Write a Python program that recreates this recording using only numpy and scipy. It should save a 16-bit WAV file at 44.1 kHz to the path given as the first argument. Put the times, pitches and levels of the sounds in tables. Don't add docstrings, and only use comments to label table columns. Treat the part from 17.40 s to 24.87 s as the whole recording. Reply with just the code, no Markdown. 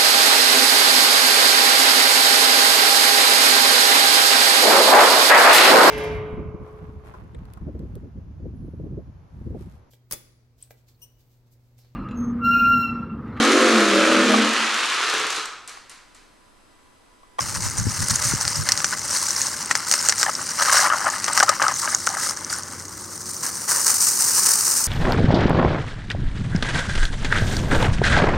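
import sys
import numpy as np
from scipy import signal
from scipy.fft import rfft, irfft
from scipy.io import wavfile
from scipy.ndimage import uniform_filter1d

SR = 44100
rng = np.random.default_rng(int(sys.argv[2]) if len(sys.argv) > 2 else 0)


def persist_wave(psi):
    counts = np.round(np.clip(psi, -1, 1) * 32767).astype(np.int16)
    wavfile.write(sys.argv[1], SR, np.atleast_2d(counts).T)


N = 329427
T = np.arange(N) / SR

# frequency in Hz, relative level in dB.
CLICK_TONE = [(1500, -36), (2800, -8), (3400, -15), (4300, -1.5), (6000, 4.5), (8700, -0.5), (10500, -16),
              (16000, -33)]
GURGLE_TONE = [(150, -32.5), (300, -8.5), (430, -26.5), (570, -1.5), (700, -8.5), (820, -3.5), (1000, -3),
               (1200, -1.5), (1650, -1), (2050, -5), (2480, -17.5), (3020, -9), (3550, -27)]
SPRAY_TONE = [(2400, -16.5), (2950, -23), (3450, -23.5), (4400, -8), (5840, 0.5), (6500, 0), (7600, -3),
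              (8640, 2.5), (9300, 0), (10400, -11), (14200, -11.5), (16000, -17)]


def undb(db):
    return 10 ** (np.asarray(db) / 20)


def unit(x):
    return x / np.sqrt(np.mean(x ** 2))


def curve(table, column):
    rows = np.array(table)
    return np.interp(T, rows[:, 0], rows[:, column])


def pan(left_db):
    return undb(np.array([[left_db], [-left_db]]) / 2)


def wander(rate):
    step = max(int(SR / rate), 2)
    stairs = np.repeat(rng.standard_normal(N // step + 1), step)
    return unit(uniform_filter1d(stairs, step)[:N])


def colour(x, tone, size=4096):
    hz, db = np.transpose(tone)
    log_hz = np.log(np.maximum(np.fft.rfftfreq(size, 1 / SR), 1))
    beyond_ends = np.abs(log_hz - np.clip(log_hz, np.log(hz.min()), np.log(hz.max())))
    gain = undb(np.interp(log_hz, np.log(hz), db) - 20 * beyond_ends)
    cepstrum = irfft(np.log(gain))
    cepstrum[1:size // 2] *= 2
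    cepstrum[size // 2 + 1:] = 0
    response = irfft(np.exp(rfft(cepstrum)))
    return signal.oaconvolve(np.atleast_2d(x), response[None], axes=1)[:, :x.shape[-1]]


def add(out, start, sound):
    i = max(int(start * SR), 0)
    out[:, i:i + sound.shape[-1]] += sound[..., :N - i]


def fade(t, seconds):
    return np.exp(-np.log(1000) * t / seconds)


def set_onset(sound, db, seconds):
    return sound * undb(db) / np.sqrt(np.mean(sound[:, :int(seconds * SR)] ** 2))


def surges(rows, attack_s, release_s):
    power, t = np.zeros((1, N)), T[:SR]
    for start, length, db in rows:
        rise = np.minimum(t / attack_s, 1)
        drain = np.exp(-np.maximum(t - length, 0) / release_s)
        add(power, start, (undb(db) * rise * drain) ** 2)
    return np.sqrt(power[0])


def bubble(t, hz, cycles, glide):
    age = np.clip(t * hz / cycles, 0, 2)
    pinch_off = 1 - np.exp(-age * cycles)
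    phase = 2 * np.pi * cycles * age * (1 + glide * age / 2)
    return pinch_off * fade(age, 1) * np.sin(phase)


def swarm(per_s, lo_hz, hi_hz, cycles, spread_db, scatter, size):
    count = int(per_s * N / SR)
    when, pitch = rng.random((count, 2)).T
    strength, life, place = np.clip(rng.standard_normal((count, 3)), -2.5, 2.5).T
    hz = lo_hz + (hi_hz - lo_hz) * pitch
    rings = bubble(np.arange(size) / SR, hz[:, None], cycles * np.exp(0.55 * life[:, None]), glide=0.057)
    rings *= (undb(spread_db * strength) * np.sqrt(hz))[:, None]
    samples = (when * N).astype(int)[:, None] + np.arange(size)
    sides = [rings * (1 + side * scatter * place[:, None]) for side in (1, -1)]
    return unit(np.array([np.bincount(samples.ravel(), side.ravel(), N)[:N] for side in sides]))


def impacts(per_s, spread_db, width):
    strength = np.clip(rng.standard_normal((2, N)), -2.5, 2.5)
    lands = rng.random((2, N)) < per_s / SR
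    middle, side = lands * undb(spread_db * strength) * rng.choice([-1, 1], (2, N))
    side = signal.lfilter([1, -.8], 1, side)
    return unit(middle + width * side * np.array([[1], [-1]]))


def ring_hollows(x):
    # pitch in Hz, width of its peak in Hz, relative level in dB.
    hollows = [(625, 49, -5), (776, 60, -3), (1228, 81, 0)]
    return x + sum(undb(db) * signal.lfilter(*signal.iirpeak(hz, hz / width, fs=SR), x)
                   for hz, width, db in hollows)


def traffic_and_motor():
    # frequency in Hz, relative level in dB.
    traffic_tone = [(20, -22), (50, -7), (110, 2), (220, 2.5), (340, 0.5), (410, -5.5), (490, -1.5),
                    (680, -10), (1200, -2.5), (3000, -44)]
    # pitch in Hz, relative level in dB.
    motor_notes = [(93.7, -53), (187, -70), (360.5, -57.5)]
    peak_s, swell_s, far_db, near_db = 5.6, 0.63, -3.5, 1.5
    rumble = unit(colour(rng.standard_normal(N) + 0.23 * rng.standard_normal((2, N)), traffic_tone))
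    motor_time = np.cumsum(1 + .012 * wander(9)) / SR
    hum = sum(undb(db + 1.4 * wander(5.1)) * unit(np.sin(2 * np.pi * hz * motor_time))
              for hz, db in motor_notes)
    swell_db = far_db + (near_db - far_db) * np.exp(-((T - peak_s) / swell_s) ** 2)
    return (undb(-43.5) * rumble + hum * undb(swell_db)) * pan(2.5)


def wind(size=4096):
    # time of the peak in seconds, length in seconds, relative level in dB.
    gusts = [(0.037, 0.073, -41), (0.173, 0.086, -34), (0.263, 0.11, -30.5), (0.402, 0.11, -24.5),
             (0.478, 0.11, -23.5), (0.625, 0.094, -24.5), (0.725, 0.091, -25.5), (0.865, 0.08, -28.5),
             (0.943, 0.08, -26), (1.062, 0.066, -35), (1.203, 0.12, -28)]
    # start in seconds, relative level in dB.
    thumps = [(0.468, -18.5), (0.936, -18.5)]
    # frequency in Hz, relative level in dB.
    swirl_tone = [(25, -28), (55, -4.5), (100, 6.5), (150, 0), (260, -12.5), (500, -43)]
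    thump_tone = [(30, -22), (110, 3), (250, 0.0), (420, -10.0), (800, -45)]
    breeze_db, breeze_drops_s, breeze_ends_s = -37.5, 0.53, 2.15
    swirls = unit(colour(rng.standard_normal((2, N)), swirl_tone))
    force = undb(breeze_db) * np.interp(T, [breeze_drops_s, breeze_ends_s], [1, 0])[None]
    for peak_s, length, db in gusts:
        add(force, peak_s - length / 2, undb(db) * np.hanning(int(length * SR)))
    out = swirls * force
    thump = colour(signal.unit_impulse(size), thump_tone)
    for start, db in thumps:
        add(out, start, thump / np.abs(thump).max() * undb(db) * pan(15))
    return out


def stone_clacks(size=3072):
    # start in seconds, relative crack level in dB, main ring in Hz,
    # relative rattle level in dB, relative knock level in dB.
    hits = [(1.052, -20, 5230, -33, -25), (1.079, -15.5, 5100, -33, -27.5), (1.289, -11, 5340, -18, -16.5),
            (1.32, -7, 5700, -17, -29), (1.376, -16.5, 5270, -37, -29), (1.403, -27, 5940, -27, -24.5),
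            (1.444, -15, 6030, -16.5, -14.5), (2.3111, -22.5, 7500, -18.5, -10.5),
            (2.353, -19, 4890, -17.5, -14.5), (2.514, -7, 6460, -29, -22), (2.539, -9, 5850, -24, -16),
            (2.687, -2.5, 8340, -23, -16.5), (2.695, -13, 5430, -13.5, -19.5),
            (2.724, -17.5, 5600, -36, -18), (2.83, -12, 5500, -20, -12.5), (3.843, -16, 6200, -26, -25),
            (3.881, -34, 6300, -23, -19.5), (3.976, -13, 5500, -17, -11), (4.001, -11.5, 5640, -18, -14),
            (4.03, -16, 8100, -14.5, -29), (4.092, -14, 5540, -13, -13.5), (4.224, -19, 5100, -23, -19.5),
            (4.282, -14.5, 6230, -35, -28), (4.671, -16, 8000, -28, -18)]
    # frequency in Hz, relative level in dB.
    knock_tone = [(100, -33), (350, -13), (580, -1.5), (700, -5.5), (820, 4), (1000, -3), (1350, 6),
                  (1900, 5), (2500, -4.5), (2950, -7.5), (3400, -7), (6000, -28)]
    out, t = np.zeros((2, N)), np.arange(size) / SR
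    contact = signal.unit_impulse(size)
    for start, crack_db, hz, rattle_db, knock_db in hits:
        grit, mesh, pile, side = rng.standard_normal((4, size))
        side = 0.34 * side * np.array([[1], [-1]])
        other_hz = hz * np.exp(0.29 * rng.standard_normal((3, 1)))
        ring = np.sin(2 * np.pi * hz * t) + .5 * np.sin(2 * np.pi * other_hz * t).sum(axis=0)
        crack = colour(undb(14.5) * contact + (grit + side + .7 * ring) * fade(t, .005), CLICK_TONE)
        rattle = colour((mesh + side + undb(-14.5) * ring) * fade(t, 0.04), CLICK_TONE)
        knock = colour(contact + undb(-21) * pile * fade(t, 0.031), knock_tone)
        add(out, start, set_onset(crack, crack_db + 3, seconds=.0015) * pan(.8))
        add(out, start, set_onset(rattle, rattle_db - 1, seconds=0.0079) * pan(.8))
        add(out, start, set_onset(knock, knock_db + .5, seconds=0.0024) * pan(3.6))
    return out


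def smacks(size=512):
    # start in seconds, relative level in dB.
    fast_drops = [(6.0646, -10), (6.312, -2), (6.4803, 3), (6.505, 2), (6.8222, 1), (7.0619, 2), (7.067, 6)]
    out, t = np.zeros((2, N)), np.arange(size) / SR
    for start, db in fast_drops:
        shatter = undb(-28) * rng.standard_normal((2, size)) * fade(t, 0.0033)
        tick = colour(signal.unit_impulse(size) + shatter, SPRAY_TONE)
        left_db = 1 + 3 * rng.standard_normal()
        add(out, start, tick / np.abs(tick).max() * undb(db + 2) * pan(left_db))
    return out


def plinks(size=512):
    # start in seconds, relative level in dB, starting pitch in Hz.
    loud_drops = [(0.712, -15, 6300), (0.7587, -2, 6760), (2.0164, -1.5, 6600), (2.0683, -8, 6180),
                  (2.952, -8, 5340), (3.3863, -6, 8200), (3.701, -6.5, 6750), (3.933, -5, 8140),
                  (3.9928, -7, 5640), (4.3403, -9, 6400), (4.548, 2, 6600), (5.047, -11.5, 6000),
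                  (5.101, -16, 4870), (5.1377, -13, 5400), (5.186, -13, 9500), (5.234, -15, 6350)]
    out, t = np.zeros((2, N)), np.arange(size) / SR
    for start, db, hz in loud_drops:
        slap = unit(colour(rng.standard_normal(size) * fade(t, 0.014), CLICK_TONE))
        ring = bubble(t, hz, cycles=38, glide=.03)
        add(out, start, (ring + undb(-26) * slap) * undb(db + 2))
    return out * pan(.6)


def gulps(size=2048):
    # start in seconds, relative level in dB, starting pitch in Hz.
    big_bubbles = [(2.848, -21, 1040), (2.864, -10.5, 1740), (2.883, -16.5, 846), (2.893, -11.5, 1260),
                   (3.296, -6.5, 1600), (3.392, -9, 1640), (3.455, -9, 1250), (3.501, -6.5, 1160),
                   (3.667, -8, 1400), (3.976, -11, 1280), (4.005, -3, 1470), (4.027, -3, 1185),
                   (4.032, -6, 790), (4.094, -6, 1240), (4.198, -11.5, 1200), (4.218, -7, 1660),
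                   (4.235, -13, 1230), (4.266, -12, 1370), (4.283, -10, 1230), (4.476, -10.5, 1600),
                   (4.674, -10, 1420)]
    out, t = np.zeros((2, N)), np.arange(size) / SR
    for start, db, hz in big_bubbles:
        splutter = ring_hollows(colour(rng.standard_normal(size) * fade(t, 0.017), GURGLE_TONE))
        gulp = unit(bubble(t, hz, cycles=26, glide=.03)) + undb(-5) * unit(splutter)
        add(out, start, gulp / np.abs(gulp).max() * undb(db + 1) * pan(3.4))
    return out


def slosh(shower_share, strength):
    # frequency in Hz, relative level in dB.
    slosh_tone = [(260, -58.5), (450, -13), (593, -1.5), (688, -14.5), (827, -3.5), (1190, 0.5),
                  (1480, 0.5), (1890, -3.5), (2050, -2.5), (2460, -16), (2840, -11), (3300, -12.5),
                  (4290, -64), (7260, -120)]
    drum_tone = [(200, -21), (400, -7.5), (560, -9.5), (690, -12.5), (850, -2), (1200, 1), (1500, 0),
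                 (2000, -5), (2500, -20.5), (2900, -9), (3400, -28), (4300, -51)]
    # start in seconds, length in seconds, relative level in dB.
    churns = [(2.85, 0.04, -35), (2.97, 0.045, -32.5), (3.185, 0.026, -21), (3.265, 0.17, -26.5),
              (3.44, 0.03, -20), (3.498, 0.038, -19), (3.56, 0.093, -28.5), (3.652, 0.031, -21),
              (3.72, 0.037, -33), (3.87, 0.028, -27), (3.96, 0.07, -26), (4.065, 0.07, -26),
              (4.195, 0.125, -26), (4.42, 0.13, -29.5), (4.68, 0.09, -32)]
    bubbles = swarm(per_s=800, lo_hz=700, hi_hz=2800, cycles=18, spread_db=3.5, scatter=.04, size=400)
    top_drops = impacts(per_s=6000, spread_db=3, width=0.15)
    jet = unit(colour(top_drops + undb(-11) * bubbles, slosh_tone))
    drumming = unit(colour(impacts(per_s=9000, spread_db=3.5, width=0.17), drum_tone))
    surface = np.sqrt(1 - shower_share) * jet + np.sqrt(shower_share) * drumming
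    gap_drops = impacts(per_s=4000, spread_db=4.5, width=0.23)
    gurgle = unit(ring_hollows(colour(gap_drops + undb(-5) * bubbles, GURGLE_TONE)))
    soft_gulps = swarm(per_s=90, lo_hz=1032, hi_hz=1500, cycles=33, spread_db=-1, scatter=.04, size=2048)
    in_gaps = (gurgle + undb(-7.5) * soft_gulps) * surges(churns, attack_s=0.011, release_s=0.016)
    return (surface * strength * undb(0.45) + in_gaps) * pan(3.46)


def patter(shower_share, strength, slap_strength):
    # frequency in Hz, relative level in dB.
    patter_tone = [(1410, -44), (2400, -17), (2790, -34), (3350, -16), (4250, -8), (5840, 0.5), (6630, -1),
                   (7590, -5), (8820, -1), (9480, -6), (10400, -15), (14000, -16.5), (15300, -34),
                   (16000, -9)]
    slap_tone = [(1500, -11.5), (2000, -3), (2450, -8.5), (2900, -5), (3400, -17.5), (4200, -2), (5300, 0),
                 (7000, -10)]
    drops = impacts(per_s=12000, spread_db=5, width=.33) * undb(1.5 * wander(600))
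    fizz = swarm(per_s=2800, lo_hz=3800, hi_hz=10500, cycles=22, spread_db=6, scatter=.22, size=160)
    drips = swarm(per_s=90, lo_hz=4470, hi_hz=9670, cycles=36, spread_db=5.5, scatter=0.17, size=512)
    jet = unit(colour(unit(drops) + undb(-7) * fizz + undb(-12) * drips, patter_tone))
    slap = unit(colour(impacts(per_s=3500, spread_db=5, width=.3), slap_tone))
    fine_drops = impacts(per_s=18000, spread_db=3, width=.4) * undb(1.6 * wander(220))
    coarse_drops = impacts(per_s=600, spread_db=5, width=.4)
    spray = unit(colour(unit(fine_drops) + undb(-7) * coarse_drops, SPRAY_TONE))
    surface = np.sqrt(1 - shower_share) * jet + np.sqrt(shower_share) * spray
    in_bowl = np.interp(T, [4.1, 5.0], [1, 0])
    return (surface * strength * undb(1.54) + slap * slap_strength * in_bowl * undb(-2.5)) * pan(0.68)


def hose_water():
    # time in seconds, then relative patter and slosh levels in dB.
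    flow = [(0, -31, -37), (0.47, -29.5, -36.5), (0.85, -25.5, -32), (1.58, -32, -39), (2.08, -26, -35),
            (2.28, -35, -37.5), (2.44, -35, -36.5), (2.95, -30, -37.5), (3.8, -31.5, -34),
            (4.18, -33.5, -34.5), (4.6, -29, -38.5), (4.97, -36, -39), (5.35, -39, -43),
            (5.9, -34.5, -47.5), (6.25, -31, -42), (6.45, -22, -38), (7.25, -19, -34), (7.47, -22.5, -37)]
    # start in seconds, length in seconds, then relative patter and slosh levels in dB.
    sweeps = [(0.688, 0.029, -24, -32.5), (0.829, 0.052, -23, -42), (1.259, 0.087, -45, -31),
              (1.511, 0.024, -39, -33), (1.708, 0.18, -26, -38), (1.958, 0.066, -28, -36.5),
              (2.463, 0.095, -23.5, -33.5), (2.568, 0.12, -26.5, -34), (2.773, 0.049, -22, -34),
              (3.178, 0.27, -25, -26), (3.315, 0.076, -16.5, -20.5), (3.934, 0.075, -28, -32),
              (4.332, 0.18, -27.5, -49), (4.648, 0.025, -26.5, -64), (4.784, 0.11, -26, -34.5),
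              (5.09, 0.1, -31, -37), (6.022, 0.055, -28, -34.5), (6.273, 0.046, -19.5, -27.5),
              (6.334, 0.063, -22.5, -30.5), (6.453, 0.049, -18.5, -27.5), (6.59, 0.063, -19.5, -39.5),
              (6.784, 0.034, -20, -36), (6.935, 0.059, -20, -33), (7.04, 0.05, -19.5, -31)]
    attack_s, release_s = 0.017, 0.03
    twist_start_s, twist_end_s = 5.15, 6.58
    shower_share = np.interp(T, [twist_start_s, twist_end_s], [0, 1])
    patter_sweeps = surges([(start, length, db) for start, length, db, _ in sweeps], attack_s, release_s)
    slosh_sweeps = surges([(start, length, db) for start, length, _, db in sweeps], attack_s, release_s)
    patter_strength = np.hypot(undb(curve(flow, column=1)), patter_sweeps)
    slosh_strength = np.hypot(undb(curve(flow, column=2)), slosh_sweeps)
    wobble_db = .6 * wander(28) + .9 * wander(60) + 1.45 * wander(400)
    clumps = unit(undb(wobble_db * (1.52 - 0.41 * shower_share)))
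    bright = patter(shower_share, patter_strength, slap_strength=slosh_strength)
    low = slosh(shower_share, slosh_strength)
    return clumps * (bright + low)


def scene():
    return hose_water() + gulps() + plinks() + smacks() + stone_clacks() + wind() + traffic_and_motor()


def record(dry):
    ceiling, top_hz = .95, 15800
    rounded = dry / (1 + (dry / ceiling) ** 4) ** .25
    return signal.sosfilt(signal.ellip(10, .2, 70, top_hz, fs=SR, output="sos"), rounded)


dry = scene()
out = record(dry)
persist_wave(out)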